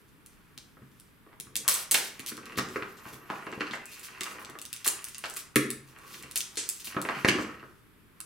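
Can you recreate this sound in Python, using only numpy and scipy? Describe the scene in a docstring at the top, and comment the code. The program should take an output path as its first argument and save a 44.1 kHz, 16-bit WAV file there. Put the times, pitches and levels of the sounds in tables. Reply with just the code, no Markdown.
"""Bright snaps and short rips burst out as hands work a roll of duct tape over a cluttered wooden table.
Snaps are short noise bursts, rips and soft rustles are crowded clicks,
and faint breathy swishes and a soft rubbing squeak are clicks through a narrow resonance.
Knocks and scuffs ring the hard roll and small parts, and the booming table top, as sets of fading tones.
A hard room adds a few early bounces and a noisy, fading tail; a quiet hum lies beneath."""
import sys
import numpy as np
from scipy import signal
from scipy.fft import rfft, irfft
from scipy.io import wavfile

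SR = 44100
rng = np.random.default_rng(int(sys.argv[2]) if len(sys.argv) > 2 else 0)


def wrap_up_sound(samples):
    """Save the sound to the file named by the first command line argument, as 16-bit audio."""
    columns = np.atleast_2d(samples).T
    # keep every value between -1 and 1, then stretch to whole-number steps
    tamed = np.clip(columns, -1, 1)
    steps = np.round(tamed * 32767).astype(np.int16)
    wavfile.write(sys.argv[1], SR, steps)


def boost_factor(decibels):
    """Convert a level in decibels to a linear amplitude factor."""
    exponent = np.asarray(decibels, float) / 20
    return 10 ** exponent


N = 363825  # samples, 8.25 seconds

# Glue letting go in clear snaps.
# Each row: start in seconds, peak in dB before panning, treble against body in dB before bright colouring.
GLUE_SNAPS = [(0.2618, -35, 4), (0.5775, -26, -6), (0.9992, -37.5, 3), (1.4, -22.5, 0), (1.556, -12.5, -4),
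              (1.5656, -12.5, 29), (1.6795, -1.5, 1), (1.6861, -4, 22), (1.6969, -63, 22),
              (1.7419, -12, 19), (1.9121, -3, 25), (1.917, -4.5, 7), (1.9435, -6, 0), (1.9529, -23, -44),
              (1.9768, -14, 11), (2.1947, -29, 16), (2.2016, -26, -1), (2.2629, -22, -1.5),
              (2.2798, -26.5, -4), (2.2998, -29.5, 3), (2.3695, -27, -4), (2.4565, -31.5, -4.5),
              (2.5886, -21, -11), (2.6873, -33, -9), (3.5176, -34, -12), (3.731, -35.5, -14),
              (3.8565, -27.5, 14), (3.995, -31.5, 7), (4.2085, -19.5, -9), (4.2342, -19, -6),
              (4.4486, -30, -10), (4.4982, -30.5, -2), (4.588, -28.5, -5.5), (4.616, -23.5, 0.5),
              (4.653, -24, -2.5), (4.7294, -17, -1), (4.7634, -26, -6), (4.8446, -24.5, -6),
              (4.865, -12, 8), (4.8775, -4, 1), (5.021, -38, 2), (5.0427, -19, 5), (5.0853, -28, 2),
              (5.1464, -26, -37), (5.1822, -22.5, 5), (5.2565, -25, -13), (5.299, -26, 15),
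              (5.339, -27, 13), (5.3565, -33, 8), (5.3691, -18.5, 20), (5.5583, -5, -1),
              (5.7041, -15.5, 2.5), (5.987, -38.5, 0), (6.2258, -32.5, 2), (6.3121, -27, 2),
              (6.3578, -13.5, 12), (6.3758, -11.5, 16), (6.406, -16, -6), (6.557, -28.5, -6),
              (6.5775, -15.5, -43), (6.6904, -12.5, 19), (6.8039, -33, 7), (6.855, -31, -1),
              (6.8727, -27.5, -16), (7.0163, -16, 1.5), (7.2497, -24, -33), (7.2804, -19.5, -2),
              (7.288, -15.5, -8), (7.3863, -32.5, -10), (8.2038, -23, 2)]
# Roll and parts striking the table. Each row: start in seconds, clack drive in dB,
# clack brightness in dB per octave, table boom drive in dB, boom brightness in dB per octave.
TABLE_KNOCKS = [(0.5749, -53.5, 2, -51.5, -10), (0.7682, -59, -12.5, -60, 13), (0.8184, -58, -1, -44.5, -8),
                (1.2628, -55.5, -9, -58, 13), (1.3283, -52, 0, -67, -3), (1.3983, -63, 20, -49, 0),
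                (1.467, -53.5, -5, -50.5, -13), (1.5549, -45.5, 27, -49, -10), (1.681, -26, -1.5, -46, -9),
                (1.9162, -44.5, -15, -40.5, 2), (1.9458, -25.5, 18, -44, 2), (1.9724, -37, 16, -49, 7),
                (2.194, -43.5, 16, -42, -3), (2.3163, -42.5, 3, -35.5, 1), (2.3767, -42, -4.5, -42, 2),
                (2.5563, -49.5, 16, -42, -6), (2.5748, -33.5, -4.5, -32, 3), (2.5854, -22.5, 6.5, -27, -5),
                (2.7583, -29.5, -4, -33, 14), (2.8217, -32.5, 3.5, -42, 0), (3.0604, -65, 7, -43, -1.5),
                (3.134, -50, 11, -43, -7), (3.3003, -33.5, -5, -32.5, 2), (3.4667, -40, -9, -39.5, 6),
                (3.526, -37.5, 1, -44, 14), (3.576, -56.5, -19, -37.5, 6), (3.606, -21.5, 6, -34, 12),
                (3.6167, -31, 0, -42, 4), (3.7094, -48.5, 25.5, -39.5, -3), (3.7345, -29, 5.5, -51, 11),
                (4.2094, -32, 6.5, -41, 6.5), (4.255, -39.5, 6, -65, 9), (4.4905, -47, -5, -43.5, 6.5),
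                (4.5524, -45, -9, -52.5, 10), (4.8579, -31, -5.5, -68, 9), (4.8677, -35.5, 11, -47, 18),
                (5.2389, -28.5, 13, -52, -4), (5.364, -39.5, 6.5, -60, 18), (5.5582, -19, 7, -13.5, 1.5),
                (6.1418, -46, 17.5, -52, -8), (6.235, -48, 17.5, -50, -14), (6.359, -42.5, 20, -63.5, 23),
                (6.5714, -36, 13.5, -47.5, 18), (6.871, -47, 20, -47.5, -3), (6.9452, -41, -4, -45, 7),
                (6.965, -26, -8, -26.5, 2.5), (7.0501, -34, -1, -35, 10), (7.0874, -25, -0.5, -36.5, 1),
                (7.0954, -35, -0.5, -40.5, 16), (7.1675, -43, 8, -38, -7), (7.2465, -16.5, 2, -24, 14),
                (7.2854, -16, 15.5, -19.5, -1), (7.3483, -70, -4, -25.5, -6),
                (7.3854, -36.5, -10.5, -26.5, -0.5), (7.4905, -39.5, -3.5, -45, 11),
                (7.6273, -49, -10.5, -48.5, 9.5), (8.2005, -49.5, 0, -62.5, -6)]
# Tape rips and soft rustles. 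Each row: start in seconds, length in milliseconds, first level in dB,
# last level in dB, treble in dB.
RIPS_AND_RUSTLES = [(1.679, 158, -21.5, -40.5, 1), (1.911, 178, -24, -44, -1), (2.262, 35, -43, -27, 0),
                    (2.571, 15.5, -35, -26, -1.5), (2.757, 21, -58, -60, -1), (2.969, 31, -51, -55, -5),
                    (3.128, 36, -43, -56, 0), (3.707, 50, -59, -46, -5), (4.03, 44, -39.5, -46.5, -0.5),
                    (4.395, 33, -51.5, -53, 1), (4.866, 13, -30.5, -32.5, -1),
                    (6.689, 10, -30.5, -40, -2.5), (6.794, 28, -42, -46, -2.5), (4.209, 110, -51, -52, -1),
                    (4.847, 35, -31, -34, -1), (5.363, 48, -34, -45, -0.5), (5.561, 14.3, -28, -33, 1),
                    (6.358, 17, -18.5, -32, -2), (6.571, 74, -29, -46, -46), (6.844, 77, -38.5, -57, 1.5),
                    (7.278, 9.5, -39, -26, -17.5), (7.3, 134, -67, -42, -5)]
# Steady handling, before its uneven drift. 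Each row: time in seconds, drag on the table in dB,
# scuffing of the roll in dB, scuffing brightness in dB per octave, glue crackle in dB.
HANDLING_LEVELS = [(0.0, -102, -93.5, 3, -72.5), (1.1, -115, -100, 2, -80), (1.6, -86.5, -85, -1, -98),
                   (1.76, -105, -69.5, -4, -72), (1.89, -103, -100, 0, -77), (2.04, -86, -65.5, 17, -52),
                   (2.23, -99, -79, -1, -69), (2.5, -82, -83, 5, -61.5), (2.73, -78, -70, 0.5, -58.5),
                   (2.9, -92, -79.5, 5, -60.5), (3.1, -86.5, -76.5, -3, -62), (3.4, -90, -73, 1, -69),
                   (3.55, -76, -66, 5, -57), (3.8, -100, -76.5, 9, -67), (3.95, -97.5, -79, 6, -53),
                   (4.15, -89, -76, 5, -55.5), (4.41, -82.5, -71.5, -0.5, -62.5),
                   (4.66, -115, -77, 6.5, -64.5), (5.3, -100, -83.5, 8.5, -48), (5.6, -110, -88, -4, -89),
                   (6.05, -91.5, -78, 3.5, -64), (6.27, -85, -80, 9, -49.5), (6.5, -110, -92, -4.5, -53.5),
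                   (7.0, -103, -67.5, 8, -49), (7.35, -94, -62, 5, -57), (7.5, -90, -67.5, 5, -68),
                   (7.79, -108, -105, 8, -78), (8.25, -105, -100, 2.5, -74.5)]
# Tones of the table top. Each row: pitch in Hz, level in dB, time to fade by 60 dB in seconds.
TABLE_MODES = [(71, -27, 0.15), (134.6, -14, 0.34), (210, -3, 0.083), (245, -11.5, 0.34),
               (292.4, -1.5, 0.093), (332, -3, 0.14), (383.7, -3, 0.091), (435.2, -4, 0.1),
               (501.5, -4.5, 0.067)]
# Tones of the cardboard core and hard small parts.
# Each row: pitch in Hz, level in dB, time to fade by 60 dB in seconds.
ROLL_MODES = [(576, -5, 0.0061), (1084, 1.5, 0.012), (1253, -2.5, 0.028), (1388, 2, 0.0095),
              (1607, 0.5, 0.012), (1842, 4, 0.0088), (2000, 3, 0.009), (2300, 0, 0.0081), (2880, 2, 0.0033),
              (3580, -5, 0.0016), (4040, -4.5, 0.0018)]
# Bright colouring of snaps and crackle: a few broad lifted bands, strongest near 9 kHz.
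# Each row: centre in Hz, width in Hz, lift in dB.
BRIGHT_BANDS = [(3050, 6300, 9), (6240, 710, 4.5), (8860, 3900, 16.5)]
# How long the walls ring. Each row: pitch in Hz, time to fade by 60 dB in seconds.
WALL_FADE = [(100, 0.93), (260, 0.41), (700, 0.48), (1840, 0.47), (4850, 0.39), (12800, 0.27)]
# How strongly the walls ring. Each row: pitch in Hz, level in dB against the direct energy.
WALL_STRENGTH = [(100, 0), (300, 9.5), (1000, 3.5), (3000, -2.5), (8000, 2.5), (15000, -8)]
# How alike the walls sound left and right. Each row: pitch in Hz, likeness from 0 to 1.
WALL_ALIKE = [(100, 0.99), (400, 0.96), (1500, 0.51), (5000, 0.64), (15000, .05)]
# First bounces. Each row: left delay in milliseconds, right delay in milliseconds, level in dB.
FIRST_ECHOES = [(3.2, 9.9, -11), (8.5, 7.4, -3.5), (16.5, 16, -17)]
# Shape of the room hum. Each row: pitch in Hz, relative level in dB per Hz.
HUM_SHAPE = [(12, -59), (20, -10), (103, -5), (136, -4.5), (166, -4.5), (283, -9), (317, -19), (375, -12),
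             (623, -27.5), (1220, -15.5), (2770, -23.5), (4350, -31), (5150, -38), (15000, -26),
             (16800, -64.5)]
# How alike the hum sounds left and right. Each row: pitch in Hz, likeness from 0 to 1.
HUM_ALIKE = [(30, 0.83), (130, 0.27), (640, 0.57), (1400, 0.21), (5000, 0.25), (15000, .05)]
# Faint breathy swishes and a soft rubbing squeak.
# Each row: start in seconds, length in seconds, level in dB at full swell, centre in Hz,
# width in Hz of each of two passes.
SWISHES_AND_SQUEAK = [(2.86, 0.45, -64, 12500, 1780), (3.427, 0.042, -63.5, 9800, 2000),
                      (3.454, 0.12, -57, 2620, 400), (3.753, 0.27, -57, 2550, 350),
                      (5.922, 0.41, -63, 1110, 249)]

SMALL_SNAPS_PER_S, SMALL_SNAP_DB, SMALL_SPREAD_DB = 12, 11, 5  # rate, peak over the crackle, spread either way
SNAP_PAN_DB, SNAP_PAN_SPREAD_DB = -1.0, 3.5  # left minus right, and its random spread
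PATCHY_DB, DRIFT_HZ = 5.5, 4  # scuffing and crackle swell and fade unevenly: spread and speed
CRACKLE_TREBLE_DB = -1  # crackle's upper band, between rips and rustles
CONTACT_RISE_MS = 0.99  # a blow takes a moment to build
DRAG_TILT_DB = 3.5  # per octave
HUM_DB = -59.5
LEFT_LAG_MS = 0.016


def in_time(rows):
    """Reads the columns of a table at every sample, sliding between its rows."""
    s, *columns = np.transpose(rows)
    return [np.interp(np.arange(N) / SR, s, column) for column in columns]


def at_hz(points, hz):
    """Reads a curve on a log-frequency axis, because equal pitch steps are equal ratios."""
    table_hz, values = np.array(points).T
    return np.interp(np.log(hz), np.log(table_hz), values)


def rms_one(x):
    """Scales a sound to an rms (average strength) of 1."""
    return x / np.sqrt(np.mean(x ** 2) + 1e-20)


def cut(x, hz, kind, order=2):
    """Butterworth filter: removes part of the pitch range smoothly."""
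    return signal.sosfilt(signal.butter(order, hz, kind, fs=SR, output="sos"), x)


def resonate(x, hz, width_hz):
    """A resonance passes its own pitch at gain 1 and less of what lies around it."""
    r = np.exp(-np.pi * width_hz / SR)
    forward = [(1 - r * r) / 2, 0, (r * r - 1) / 2]
    feedback = [1, -2 * r * np.cos(2 * np.pi * hz / SR), r * r]
    return signal.lfilter(forward, feedback, x)


def ring(clicks, hz, t60):
    """A unit click sets a fading sine of height 1 ringing."""
    r, w = boost_factor(-60 / (t60 * SR)), 2 * np.pi * hz / SR
    return signal.lfilter([0, np.sin(w)], [1, -2 * r * np.cos(w), r * r], clicks + 1e-18)


def grains(per_s, spread_db):
    """Random clicks of uneven size, like tiny separate slips; rms 1."""
    sizes = boost_factor(spread_db * np.minimum(rng.exponential(1, N), 5)) * rng.choice([-1, 1], N)
    return rms_one(sizes * (rng.random(N) < per_s / SR))


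def bursts(times, length_ms):
    """One break per event: noisy micro-slips die away, fairly even in spectrum; energy 1."""
    dying = np.exp(-np.arange(1024) * 1000 / SR / length_ms)
    spectrum = rfft(rng.standard_normal((len(times), 1024)) * dying, axis=1)
    evened = irfft(spectrum / np.abs(spectrum) ** .7, axis=1)
    rows = evened * dying ** .3
    return rows / np.sqrt(np.sum(rows ** 2, axis=1, keepdims=True))


def add(track, times, rows):
    """Lays short sounds into a track at their times, so overlaps sum."""
    for s, row in zip(times, rows):
        i = round(s * SR)
        track[..., i:i + row.shape[-1]] += row[..., :N - i]


def drift(speed_hz):
    """Slow random wandering with a spread of 1: noise smoothed by two equal low-pass steps."""
    r = np.exp(-2 * np.pi * speed_hz / SR)
    wandering = signal.lfilter([1], [1, -2 * r, r * r], rng.standard_normal(N + SR))
    return rms_one(wandering[SR:])  # skip one second of settling


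def stereo_bands(likeness, size, count):
    """Stereo noise in count bands per octave, as (centre Hz, width Hz, noise); neighbours are unrelated."""
    white = rng.standard_normal((2, 2, size))
    edges = 20 * 2 ** np.arange(0, 10.01, 1 / count)
    for k, (low, high) in enumerate(zip(edges, edges[1:])):
        mid, side = cut(white[k % 2], [low, high], "band")
        hz = np.sqrt(low * high)
        alike = np.clip(at_hz(likeness, hz), 0, 1)
        noise = np.sqrt(1 + alike) * mid + np.sqrt(1 - alike) * side * [[1], [-1]]
        yield hz, high - low, noise


def bright_colour(x):
    """Bright colouring of snaps and crackle: resonances added to the sound lift a few broad bands."""
    return x + sum((boost_factor(db) - 1) * resonate(x, hz, width_hz) for hz, width_hz, db in BRIGHT_BANDS)


def snaps(crackle_db):
    """Each snap is a patch of glue breaking; small ones come by chance and follow the crackle."""
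    chance = rng.random((round(SMALL_SNAPS_PER_S * N / SR), 3))
    small_s = chance[:, 0] * (N - 1) / SR
    small_db = crackle_db[(small_s * SR).astype(int)] + SMALL_SNAP_DB
    small_db = small_db + SMALL_SPREAD_DB * (2 * chance[:, 1] - 1)
    small_treble_db = 16 * (chance[:, 2] - .5)
    small = np.transpose([small_s, small_db, small_treble_db])
    s, peak_db, treble_db = np.vstack([GLUE_SNAPS, small]).T
    pan_db = SNAP_PAN_DB + SNAP_PAN_SPREAD_DB * rng.standard_normal(len(s))

    slips = bursts(s, length_ms=1.0)
    body = cut(cut(slips, 2340, "high", order=3), 6200, "low")
    top = cut(slips, 5920, "high")
    # turn down the weaker of the two
    body = body * boost_factor(-np.maximum(treble_db, 0))[:, None]
    top = top * boost_factor(np.minimum(treble_db, 0))[:, None]
    rows = bright_colour(body + top)
    rows = rows * (boost_factor(peak_db) / np.abs(rows).max(axis=1))[:, None]
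    left_right = boost_factor(np.outer(pan_db, [.5, -.5]))
    out = np.zeros((2, N))
    add(out, s, rows[:, None] * left_right[..., None])
    return out


def crackle(crackle_db):
    """Fingers on sticky tape make dense tiny releases; rips and soft rustles raise the same clicks."""
    level, treble = boost_factor(crackle_db), np.full(N, boost_factor(CRACKLE_TREBLE_DB))
    t = np.arange(N) / SR
    for s, length_ms, first_db, last_db, treble_db in RIPS_AND_RUSTLES:
        inside = (t >= s) & (t < s + length_ms / 1000)
        along = (t[inside] - s) * 1000 / length_ms
        level[inside] += boost_factor(first_db + (last_db - first_db) * along)
        treble[inside] = boost_factor(treble_db)
    releases = rms_one(bright_colour(cut(grains(1800, spread_db=3.0), 1700, "high")))
    return level * (cut(releases, 7160, "low") + treble * cut(releases, 9330, "high"))


def swishes_and_squeak():
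    """Random clicks pass twice through one resonance, swelling and fading each time."""
    out, clicks = np.zeros(N), grains(3000, spread_db=4.0)
    for s, length_s, db, hz, width_hz in SWISHES_AND_SQUEAK:
        along = np.clip((np.arange(N) / SR - s) / length_s, 0, 1)
        swell = np.sqrt(np.sin(np.pi * along) + 1e-12)
        narrow = resonate(resonate(clicks, hz, width_hz), hz, width_hz)
        out += boost_factor(db) * swell * rms_one(narrow)
    return out


def struck(modes, times, level_db, tilt_db, contact, rubbing, rubbing_tilt_db):
    """Every blow drives each tone with its own strength; rubbing keeps the tones going between blows."""
    out, chance = np.zeros(N), rng.standard_normal((len(times), len(modes)))
    side = rng.choice([-1, 1], (len(times), len(modes)))  # each tone's first swing goes up or down at random
    octaves = np.log2(np.array(modes)[:, 0])
    for k, (hz, mode_db, t60) in enumerate(modes):
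        above = octaves[k] - np.mean(octaves)  # octaves above the middle tone
        blow = side[:, k] * boost_factor(level_db + tilt_db * above + 2.0 * chance[:, k])
        drive = rubbing * boost_factor(rubbing_tilt_db * above)
        add(drive, times, contact * blow[:, None])
        out += (-1) ** k * boost_factor(mode_db) * ring(drive, hz, t60)
    return out


def table_and_roll(drag_db, scuff_db, scuff_tilt_db):
    """Knocks and rubbing ring the roll (clack) and the table top (boom)."""
    s, clack_db, clack_tilt_db, boom_db, boom_tilt_db = np.transpose(TABLE_KNOCKS)
    rise = 1 - np.exp(-np.arange(1024) * 1000 / SR / CONTACT_RISE_MS)
    spectrum = rfft(bursts(s, length_ms=3.26) * rise, axis=1)
    contact = irfft(spectrum / np.abs(spectrum), axis=1)  # a hard contact feeds every pitch alike
    push = signal.windows.hann(110)[None] / 55  # a blunt shove reaches the low tones
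    scuffing = boost_factor(scuff_db) * grains(1200, spread_db=5.0)
    dragging = boost_factor(drag_db) * grains(150, spread_db=0.0)
    roll = struck(ROLL_MODES, s, clack_db, clack_tilt_db, contact, scuffing, scuff_tilt_db)
    table = struck(TABLE_MODES, s, boom_db, boom_tilt_db, push, dragging, DRAG_TILT_DB)
    return cut(roll, 550, "high"), cut(table, 78, "high")


def room(x):
    """Walls send back a few first bounces, then diffuse noise that dies band by band."""
    size = 3 * SR // 4
    t = np.arange(size) / SR
    response = np.zeros((2, size))
    for hz, width_hz, noise in stereo_bands(WALL_ALIKE, size, count=6):
        tail = noise * boost_factor(-60 * t / at_hz(WALL_FADE, hz)) * (1 - np.exp(-t / 0.00043))
        share = 2 * width_hz / SR  # energy of a unit click inside this band
        to_share = np.sqrt(share / np.sum(tail ** 2, axis=1, keepdims=True))
        response += boost_factor(at_hz(WALL_STRENGTH, hz)) * tail * to_share
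    # cluttered surfaces blur and dull each bounce
    smear = cut(bursts(FIRST_ECHOES, length_ms=0.48), 13000, "low", order=1)
    for (left_ms, right_ms, db), bounce in zip(FIRST_ECHOES, smear):
        add(response[0], [left_ms / 1000], [boost_factor(db) * bounce])
        add(response[1], [right_ms / 1000], [boost_factor(db) * bounce])
    return signal.fftconvolve(x.mean(axis=0)[None], response, axes=1)[:, :N]


def hum():
    """Quiet air and appliance noise of the room with microphone hiss, as steady shaped noise."""
    bands = stereo_bands(HUM_ALIKE, N, count=2)
    return boost_factor(HUM_DB) * rms_one(sum(boost_factor(at_hz(HUM_SHAPE, hz)) * noise for hz, _, noise in bands))


def scene():
    """Hands a little nearer the right microphone; the table-top bounce weakens a band near 750 Hz."""
    drag_db, scuff_db, scuff_tilt_db, crackle_db = in_time(HANDLING_LEVELS)
    scuff_db = scuff_db + PATCHY_DB * drift(DRIFT_HZ)
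    crackle_db = crackle_db + PATCHY_DB * drift(DRIFT_HZ)
    roll, table = table_and_roll(drag_db, scuff_db, scuff_tilt_db)
    near = snaps(crackle_db) + roll + crackle(crackle_db) + swishes_and_squeak()
    heard = near + table + room(near + boost_factor(-9.0) * table)
    heard = heard - 0.15 * resonate(heard, 747, 720) + hum()
    # sound reaches the left side slightly later
    lag = np.exp(-2j * np.pi * np.fft.rfftfreq(N, 1 / SR) * LEFT_LAG_MS / 1000)
    return np.stack([irfft(rfft(heard[0]) * lag, N), heard[1]])


def top_cut(x):
    """Nothing passes above the cut-off."""
    return signal.sosfilt(signal.butter(12, 16980, fs=SR, output="sos"), x)


def record(dry):
    """The input stage rounds the highest peaks, and the top is cut steeply near 16 kHz."""
    rounded = .8 * np.tanh(dry / .8)
    steep = signal.cheby2(10, 30, 16300, fs=SR, output="sos")
    mix = signal.sosfilt(steep, rounded)
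    return top_cut(mix)


dry = scene()
out = record(dry)
wrap_up_sound(out)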